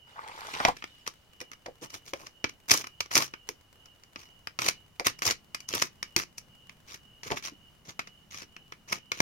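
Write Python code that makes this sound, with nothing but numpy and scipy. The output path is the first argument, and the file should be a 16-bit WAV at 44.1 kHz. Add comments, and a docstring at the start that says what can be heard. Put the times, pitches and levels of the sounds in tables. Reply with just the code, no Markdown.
"""Steel blade digging around a stone

Outdoors, a pair of microphones close to the ground, the left one nearer. A flat steel blade grinds in
under a stone set in packed dirt, then taps, chips off crumbs and scrapes through grit in short strokes:
shaped noise bursts and trains of tiny fractures. A tree cricket (falling tones) chirps twice a second over
a distant chorus and a faint rumble, both filtered noise; a far-off low drone fades in later."""
import sys
import numpy as np
from scipy import signal
from scipy.fft import rfft, irfft, next_fast_len
from scipy.io import wavfile
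from scipy.ndimage import uniform_filter1d, map_coordinates

SR = 44100
rng = np.random.default_rng(int(sys.argv[2]) if len(sys.argv) > 2 else 0)


def int16_out(signal):
    """Quantize to a 16-bit WAV file."""
    q = np.round(np.clip(np.atleast_2d(signal).T, -1, 1) * 32767)
    wavfile.write(sys.argv[1], SR, q.astype(np.int16))


N = 406161

# strokes of the edge through grit, levels before the layers' own trims:
# [start t/s, hardest push t/s, end t/s, level at the hardest/dB, coarse knocks re that level/dB]
GRIT_STROKES = [(1.812, 1.832, 1.875, -42.5, 0.5), (1.92, 1.949, 1.986, -42, -7),
                (2.045, 2.084, 2.12, -47, -11), (2.142, 2.222, 2.3, -51, -1),
                (2.68, 2.724, 2.83, -28.5, -7), (3.111, 3.175, 3.272, -27.5, -8),
                (4.166, 4.196, 4.3, -51.5, -8.5), (4.596, 4.671, 4.72, -30, -9.5),
                (5.046, 5.062, 5.11, -27.5, -11), (5.222, 5.281, 5.335, -25.5, -11),
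                (5.69, 5.769, 5.875, -33, -9), (6.167, 6.179, 6.24, -29.5, -13),
                (6.871, 6.945, 6.975, -42.5, -13), (7.24, 7.272, 7.3, -39, -6),
                (7.298, 7.318, 7.355, -38, 5.5), (7.358, 7.373, 7.4, -36, -10),
                (7.424, 7.449, 7.495, -34, -19.5), (7.849, 7.903, 7.925, -44.5, -5.5),
                (8.002, 8.076, 8, -43, -16), (8.305, 8.352, 8.45, -39.5, -17.5),
                (8.875, 8.935, 8.99, -38.5, -7.5), (9.125, 9.2, 9.6, -41.5, -7.5)]
# clods that shift with a dull thud: [t/s, peak level before a common trim/dB, hollow pitch f/Hz]
CLOD_THUDS = [(0.601, -15, 1110), (.65, -8.5, 780), (0.683, -10, 830), (1.414, -37.5, 422),
              (1.66, -30, 700), (1.682, -30.5, 504), (2.133, -26.5, 565), (3.49, -33.5, 394),
              (5.002, -26.5, 600), (6.164, -27.5, 339.9), (7.319, -21, 700), (7.52, -41, 310.3),
              (8.418, -40.5, 335.5)]
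# the steel tip clicks on hard ground: [t/s, level/dB, brightness/dB]
STEEL_TAPS = [(.6505, -16, -10), (0.7673, -43.5, -1), (.8235, -38, -14), (.841, -34.5, -10.5),
              (1.4034, -41, 2.5), (1.516, -42, -4.5), (2.1351, -31, -7.5), (2.4424, -23.5, -11),
              (2.7085, -17.5, 9.5), (3.0053, -24, -0.5), (3.3377, -36, -11), (3.4895, -30.5, 2),
              (3.8572, -51, 6), (4.036, -51, 6), (4.159, -37.5, -8.5), (4.4719, -32, -7),
              (4.5897, -26, -6.5), (4.9972, -28, -4), (5.2207, -26.5, 4), (5.5463, -29.5, 4),
              (5.6041, -42.5, 6), (5.7373, -27, -7.5), (6.0283, -29, -0.5), (6.1635, -18, 5),
              (6.6954, -43.5, -5.5), (7.233, -39, -2), (7.993, -28.5, -6), (8.565, -42.5, -9),
              (8.722, -39, -10), (9.1176, -25, -4.5), (9.2033, -16.5, -4.5)]
# crumbs of dirt crack off: [t/s, level/dB, brightness/dB]
CRUMB_CRACKS = [(.5387, -35, -6), (.5492, -34, -13), (.5724, -39, -9), (.6028, -35.5, -11), (.685, -30, -1),
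                (1.0654, -37.5, -3), (1.0763, -29, 4), (1.4138, -37, 3), (1.5342, -45, -1),
                (1.6625, -39, -9), (1.9033, -45.5, 7), (1.9411, -40, 2.5), (2.268, -40, -2),
                (2.494, -41, -2.5), (2.6987, -25.5, -3), (2.7157, -12, 7), (2.7379, -20.5, 10),
                (2.775, -27.5, 12.5), (2.843, -36.5, -5), (2.8704, -38, 0), (3.0605, -45.5, -5),
                (3.1138, -33.5, -4), (3.1547, -15.5, 10), (3.1676, -19, -2), (3.178, -17, 6),
                (3.2218, -26.5, 1), (4.6192, -27, 5), (4.6639, -27.5, 4), (4.6859, -18, 3),
                (5.0683, -17, 2), (5.191, -42.5, 8), (5.2541, -27, 11), (5.2651, -23.5, 14.5),
                (5.3097, -22.5, 4), (5.6885, -31.5, 11), (5.7503, -27.5, 8.5), (5.8221, -18.5, 4),
                (6.199, -30, -1.5), (6.3821, -36.5, 11), (7.3043, -34.5, -12), (7.3187, -28.5, -12),
                (7.3727, -33, -7), (7.482, -39, -1), (8.075, -44, -2), (8.4199, -43.5, 5),
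                (8.9262, -22.5, 0.5)]
# drifting tempo of the near cricket: [t/s, chirps so far]
CRICKET_TEMPO = [(.05, 0), (.95, 2), (2.93, 6), (3.87, 8), (5.63, 12), (6.1, 13), (8.13, 17), (9.53, 20)]

# spectrum of a contact with packed dirt: [f/Hz, gain/dB]
DIRT_SPECTRUM = [(35, -36.5), (60, -12.5), (380, -5.5), (785, -10.5), (924, -4.5), (1250, 2.5), (1550, -4),
                 (2250, -3.5), (3580, -8), (5210, -3), (5590, 0), (6740, -8), (7570, -18), (13300, -19),
                 (16000, -31.5)]
# spectrum of the edge rasping through sand: [f/Hz, gain/dB]
RASP_SPECTRUM = [(600, -35), (1200, -5), (1550, -6.5), (2300, -3.5), (3500, -5), (4600, -6), (5500, -0.5),
                 (6600, -1.5), (7600, -16.5), (13000, -16), (16000, -21.5)]
# spectrum of coarse grains knocking on the blade: [f/Hz, gain/dB]
KNOCK_SPECTRUM = [(40, -21), (80, -7), (130, -1), (220, -7), (330, -0.5), (500, -4), (750, -6), (1150, -4),
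                  (1600, -15), (3000, -50)]
# spectrum of the buried blade's hollow grind: [f/Hz, gain/dB]
GRIND_SPECTRUM = [(100, -21), (300, -13.5), (470, -6.5), (700, -8), (880, 2.5), (1100, 0), (1400, -1),
                  (1750, -9.5), (2150, -8), (3000, -25), (5000, -56)]
# spectrum of hissing dust and running sand: [f/Hz, gain/dB]
HISS_SPECTRUM = [(900, -31), (1500, -6.5), (2200, -9.5), (3600, -7.5), (5400, -12.5), (7500, -19),
                 (14000, -28.5), (16000, -33)]
# spectrum of the distant rumble and thin hiss: [f/Hz, gain/dB]
AIR_SPECTRUM = [(20, -6), (50, -5.5), (80, -2), (130, -5.5), (250, -12.5), (500, -14.5), (1100, -17),
                (2200, -21.5), (4000, -25.5), (6300, -26), (8000, -31.5), (16000, -31.5)]
# resonances of the blade on packed ground: [centre f/Hz, width f/Hz, boost/dB]
BLADE_RESONANCES = [(1300, 570, 0.5), (2310, 670, 4.5), (5000, 250, 0.5)]

# left-right likeness of the digging: [f/Hz, likeness 0..1]
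DIGGING_LIKENESS = [(100, 0.77), (1200, 0.9), (2500, 0.46), (4000, 0.24), (6000, 0.06), (12000, 0.1)]
# left-right likeness of the distance: [f/Hz, likeness 0..1]
DISTANT_LIKENESS = [(30, 0.87), (130, .85), (500, .4), (2000, 0.28)]
# how much later the right microphone hears the blade: [f/Hz, delay t/s]
RIGHT_DELAY = [(300, 0.00028), (900, 0.00023), (1800, 0.000377)]
# time for the yard's scatter to fall by 60 dB: [f/Hz, t60 t/s]
YARD_DECAY = [(150, 0.38), (600, 0.096), (2500, 0.18), (6000, 0.145), (14000, 0.11)]

LEVEL_WINDOW_S = .007  # stretch of a contact over which its level is set
TOP_HZ = 16000  # band limit of the recorder
BUILD_DB, EASE_DB = 13, 15.5  # a stroke starts and ends this far below its hardest push
# the blade levers under the stone: it bites, forces its way in until the dirt breaks, comes free
BITE_S, BREAK_S, FREE_S = .19, 0.68, .74


def amp(db):
    """Decibels to linear amplitude."""
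    return 10 ** (np.asarray(db) / 20)


def unit(x):
    """Scale to an rms of 1."""
    return x / np.sqrt(np.mean(x ** 2) + 1e-20)


def along(points, hz):
    """Read (Hz, value) points off a log frequency axis."""
    f, v = np.transpose(points)
    return np.interp(np.log(hz + 1), np.log(f + 1), v)


def wobble(rate, size):
    """A smooth random curve with this many knots a second."""
    knots = rng.standard_normal(int(size * rate / SR) + 4)
    fine = np.arange(0, len(knots) - 1, 1 / 4)
    curve = map_coordinates(knots, [fine])
    return np.interp(np.arange(size) * rate / SR, fine, curve)


def add(track, sound, s):
    """Mix a stereo sound into the track at time s."""
    i = max(round(s * SR), 0)
    track[:, i:i + sound.shape[1]] += sound[:, :max(N - i, 0)]


def noise(gain_db):
    """Two unrelated noises of joint rms 1 with the given spectrum."""
    m = next_fast_len(N, real=True)
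    white = rfft(rng.standard_normal((2, m)))
    gain = amp(gain_db(np.fft.rfftfreq(m, 1 / SR)))
    return unit(irfft(white * gain, m)[:, :N])


def colour(x, gain_db):
    """Causal (minimum-phase) filter whose gain in dB is a function of frequency."""
    m = 2 * next_fast_len(x.shape[-1] // 2 + 256, real=True)
    cepstrum = irfft(np.log(amp(gain_db(np.fft.rfftfreq(m, 1 / SR))) + 1e-6))
    # fold the cepstrum so that nothing sounds before its cause
    cepstrum[1:m // 2] *= 2
    cepstrum[m // 2 + 1:] = 0
    return irfft(rfft(x, m) * np.exp(rfft(cepstrum)))[..., :x.shape[-1]]


def stereo(pair, alike, delayed=True):
    """Blend two unrelated signals into left and right; near sounds reach the left microphone first."""
    m = 2 * next_fast_len(pair.shape[1] // 2 + 128, real=True)
    hz = np.fft.rfftfreq(m, 1 / SR)
    turn = np.arccos(np.clip(along(alike, hz), -1, 1)) / 2
    mid, side = rfft(pair, m) * [np.cos(turn), np.sin(turn)]
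    later = np.exp(-2j * np.pi * hz * along(RIGHT_DELAY, hz)) if delayed else 1
    return irfft([mid + side, (mid - side) * later])[:, :pair.shape[1]]


def body_db(hz):
    """Broad resonances of the blade on packed ground."""
    return sum(db / (1 + (2 * (hz - centre) / width) ** 2) for centre, width, db in BLADE_RESONANCES)


def grains(size, rate, spread_db, life, bed):
    """Tiny fractures (rate a second, life in s), random in time and size, on a bed of smooth friction."""
    sizes = amp(spread_db * np.minimum(rng.exponential(size=size), np.pi))
    breaks = (rng.random(size) < rate / SR) * sizes
    power = signal.lfilter([1], [1, -np.exp(-2 / (life * SR))], breaks ** 2)
    envelope = np.sqrt(power / (power.mean() + 1e-12) + abs(bed))
    return unit(envelope * rng.standard_normal((2, size)))


def shifting(x, depth_db):
    """Passing pebbles lend brief resonances of their own: patches of gain in time and frequency."""
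    z = signal.stft(x, nperseg=256)[2]
    field = uniform_filter1d(rng.standard_normal(z.shape[1:]), 3, axis=0)
    field = uniform_filter1d(field, 5, axis=1)
    return signal.istft(z * amp(depth_db * unit(field)), nperseg=256)[1][:, :x.shape[1]]


def rub(times, levels_db, gain_db, source):
    """Play a grain source through a spectrum along a course of levels, for at least 20 ms."""
    t = np.arange(times[0], max(times[-1], times[0] + .02), 1 / SR)
    friction = shifting(source(len(t)), depth_db=3.5)
    sound = unit(stereo(colour(friction, gain_db), DIGGING_LIKENESS))
    return sound * amp(np.interp(t, times, levels_db)) * signal.windows.tukey(len(t), .06)


def snap(give, spike, bright_db, decay=0.0028, settle_db=-22, settle=0.014, crush_db=-4,
         crackle_db=3.5, spot_db=1.5, knock_db=-2, heavy=0.25):
    """One contact, centred on its middle: dirt crackles while it gives way, snaps, and its pieces settle."""
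    t = np.arange(-SR // 20, SR // 20) / SR
    before = amp(crush_db) * np.exp(-abs(t) / give)
    after = np.exp(-abs(t) / decay) + amp(settle_db) * np.exp(-abs(t) / settle)
    envelope = np.where(t < 0, before, after)
    crackle = amp(crackle_db * wobble(621.1, len(t)))
    burst = envelope * rng.standard_normal((2, len(t))) * crackle
    burst[0, len(t) // 2] += spike
    # dull contacts are heavier in the bass, and each spot of ground favours its own bands
    low, ring, grit = spot_db * rng.standard_normal(size=3)
    spot = [(200, low - heavy * bright_db), (1150, knock_db + low), (1700, 0.00039), (3200, 0.0013),
            (4500, 0.65 * bright_db + ring), (6800, 0.92 * bright_db + ring), (8500, bright_db + grit)]
    spectrum = lambda hz: along(DIRT_SPECTRUM, hz) + body_db(hz) + along(spot, hz)
    sound = stereo(colour(burst, spectrum), DIGGING_LIKENESS)
    loud = abs(t - LEVEL_WINDOW_S / 4) < LEVEL_WINDOW_S / 2
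    return sound / np.sqrt(np.mean(sound[:, loud] ** 2))


def contacts(rows, give, spike):
    """Centre a snap on each (t/s, level/dB, brightness/dB)."""
    out = np.zeros((2, N))
    for s, db, bright_db in rows:
        sound = snap(give, spike, bright_db)
        add(out, amp(db) * sound, s - sound.shape[1] / 2 / SR)
    return out


def pressure(db):
    """Level of a stroke at its start, its hardest push and its end."""
    return [db - BUILD_DB, db, db - EASE_DB]


def air(level_db=-63):
    """Distant outdoor rumble and a thin hiss: noise whose level wavers slightly."""
    rumble = stereo(noise(lambda hz: along(AIR_SPECTRUM, hz)), DISTANT_LIKENESS, delayed=False)
    return amp(level_db + .8 * wobble(8.4, N)) * unit(rumble)


def crickets(pitch_hz=2935, pulse_hz=59, droop_hz=130, blur=1.16, width_hz=180, duty=.56,
             near_db=-63.0, chorus_db=-69):
    """Each wing stroke is a short falling tone; echoes and farther crickets blur into a narrow band."""
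    strokes = np.cumsum(pulse_hz + 2.5 * wobble(6.0, N)) / SR % 1  # phase within a wing stroke
    hz = pitch_hz + droop_hz * (.5 - strokes) + 18 * wobble(40, N)
    tone = np.sin(2 * np.pi * np.cumsum(hz) / SR)
    trill = unit(np.sin(np.pi * strokes) ** 2 * tone)
    band = noise(lambda f: -10 * np.log10(1 + (2 * abs(f - pitch_hz) / width_hz) ** 6))
    # a chirp swells around every whole beat
    beat = np.interp(np.arange(N) / SR, *np.transpose(CRICKET_TEMPO))
    swell = np.maximum(1 - (2 * (beat - beat.round()) / duty) ** 2, 0)
    near = swell * unit(trill + blur * band) * amp([[-2.5], [1.5]])  # louder on the right
    return amp(near_db) * near + amp(chorus_db) * band


def crumbs(level_db=-72):
    """Loosened crumbs tick faintly as they fall: sparse grains, softened in the treble."""
    ticks = grains(N, rate=13, spread_db=3.0, life=0.0036, bed=0)
    return amp(level_db) * unit(signal.lfilter([1], [1, -.7], ticks))


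def wedge(grind_db=-45.0, strain_db=-32, strain=.1, hiss_db=-37.5, swell_db_per_s=43, attack=.04,
          touch=.13, quiet_db=-57):
    """Buried, the blade grinds hollowly in small slips under a swelling hiss, straining before the break."""
    out = np.zeros((2, N))
    slips = lambda size: grains(size, rate=140, spread_db=2.5, life=.003, bed=.7)
    dust = lambda size: grains(size, rate=110, spread_db=8.5, life=0.0012, bed=2.24)
    times = [BITE_S - touch, BITE_S - attack, BITE_S, BREAK_S - strain, BREAK_S, FREE_S]
    grinding = [quiet_db, quiet_db, grind_db, grind_db, strain_db, quiet_db]
    hissing = [hiss_db - swell_db_per_s * (BREAK_S - s) for s in times[:-1]] + [quiet_db]
    add(out, rub(times, grinding, lambda hz: along(GRIND_SPECTRUM, hz), slips), times[0])
    add(out, rub(times, hissing, lambda hz: along(HISS_SPECTRUM, hz), dust), times[0])
    return out


def chipping():
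    """A tap starts at once with a sharp spike; a crumb gives way slowly before it cracks."""
    taps = contacts(STEEL_TAPS, give=.00016, spike=3.4)
    cracks = contacts(CRUMB_CRACKS, give=0.0024, spike=.3)
    return taps + cracks + shank()


def thuds(level_db=-2, decay=0.011, width=0.49, skirt=3):
    """A loosened clod rocks in its hollow: a dull, quickly damped band of noise."""
    out, t = np.zeros((2, N)), np.arange(SR // 10) / SR
    for s, db, pitch_hz in CLOD_THUDS:
        hollow = lambda hz: -10 * np.log10(1 + (2 * abs(hz - pitch_hz) / (width * pitch_hz)) ** skirt)
        burst = np.exp(-t / decay) * rng.standard_normal((2, len(t)))
        thud = stereo(colour(burst, hollow), DIGGING_LIKENESS)
        add(out, amp(db + level_db) * thud / abs(thud).max(), s)
    return out


def shank(pitch_hz=2330, width_hz=380, decay=.006, level_db=-7.0):
    """Every tap leaves the steel ringing briefly, damped by the hand: a decaying band of noise."""
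    out, t = np.zeros((2, N)), np.arange(SR // 10) / SR
    steel = lambda hz: -10 * np.log10(1 + (2 * abs(hz - pitch_hz) / width_hz) ** 4)
    for s, db, _ in STEEL_TAPS:
        ring = colour(rng.standard_normal((2, len(t))), steel)
        ring = unit(stereo(ring, DIGGING_LIKENESS)) * np.exp(-t / decay)
        add(out, amp(db + level_db) * ring, s)
    return out


def trickle(level_db=-57, fade_db_per_s=33, length=0.71):
    """After the break, loosened sand runs off and dies away."""
    sand = lambda size: grains(size, rate=90, spread_db=5, life=0.0018, bed=1.5)
    out = np.zeros((2, N))
    levels = [level_db, level_db - fade_db_per_s * length]
    running = rub([FREE_S, FREE_S + length], levels, lambda hz: along(HISS_SPECTRUM, hz), sand)
    add(out, running, FREE_S)
    return out


def scrapes(rasp_db=-1.1, knock_db=0.0, fine_db=6, clearing_db_per_s=0.97, bared_per_s=.11):
    """The edge drags through sand, duller and more resonant as it is cleared; coarse grains knock."""
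    out = np.zeros((2, N))
    sand = lambda size: grains(size, rate=600, spread_db=3.8, life=.0011, bed=.25)
    gravel = lambda size: grains(size, rate=200, spread_db=2.5, life=0.0039, bed=0.28)
    knock = lambda hz: along(KNOCK_SPECTRUM, hz)
    for *times, db, coarse_db in GRIT_STROKES:
        # treble of the loose sand still left
        fine = [(6500, 0.00087), (8000, fine_db - clearing_db_per_s * times[0])]
        bared = bared_per_s * times[0]
        rasp = lambda hz: along(RASP_SPECTRUM, hz) + body_db(hz) * bared + along(fine, hz)
        add(out, amp(rasp_db) * rub(times, pressure(db), rasp, sand), times[0])
        add(out, amp(knock_db + coarse_db) * rub(times, pressure(db), knock, gravel), times[0])
    return out


def crunches(over_db=0.0, scatter_db=2.0, bright_db=1):
    """The edge catches on small crumbs at uneven intervals; more pressure cracks them louder."""
    spacing = .028  # s, one crumb at a random moment in each slot
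    rows = []
    for *times, db, _ in GRIT_STROKES:
        for slot in np.arange(times[0], times[-1] - spacing / 2, spacing):
            s = slot + spacing * rng.random()
            push_db = np.interp(s, times, pressure(db))
            rows.append((s, push_db + over_db + scatter_db * rng.standard_normal(), bright_db))
    return contacts(rows, give=0.00076, spike=1)


def drone(level_db=-67, centre_hz=165, width_hz=130, start=3.87, rise=1.41):
    """A far-off low drone, perhaps traffic, fades in and stays: a band of noise."""
    band = noise(lambda hz: -10 * np.log10(1 + (2 * abs(hz - centre_hz) / width_hz) ** 4))
    fade = np.clip((np.arange(N) / SR - start) / rise, 0, 1)
    return amp(level_db) * fade * unit(stereo(band, DISTANT_LIKENESS, delayed=False))


def yard(x):
    """Weak scatter from the surroundings, 5 ms late, each frequency dying at its own speed."""
    hz, t, z = signal.stft(rng.standard_normal((2, SR // 2)), SR, nperseg=256)
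    dying = amp(-60 * t / along(YARD_DECAY, hz)[:, None])
    tail = signal.istft(z * dying, SR, nperseg=256)[1]
    tail = np.pad(tail / np.linalg.norm(tail[0]), ((0, 0), (SR // 200, 0)))
    return signal.fftconvolve(x, tail, axes=1)[:, :N]


def scene():
    """The digging close by, its scatter from the yard, and the outdoors behind it."""
    digging = crumbs() + wedge() + chipping() + thuds() + trickle() + scrapes() + crunches()
    return digging + amp(-13.5) * yard(digging) + air() + crickets() + drone()


def record(dry):
    """The recorder keeps nothing above its band limit."""
    m = next_fast_len(N + SR // 2)
    kept = np.fft.rfftfreq(m, 1 / SR) < TOP_HZ
    return irfft(rfft(dry, m) * kept, m)[:, :N]


dry = scene()
out = record(dry)
int16_out(out)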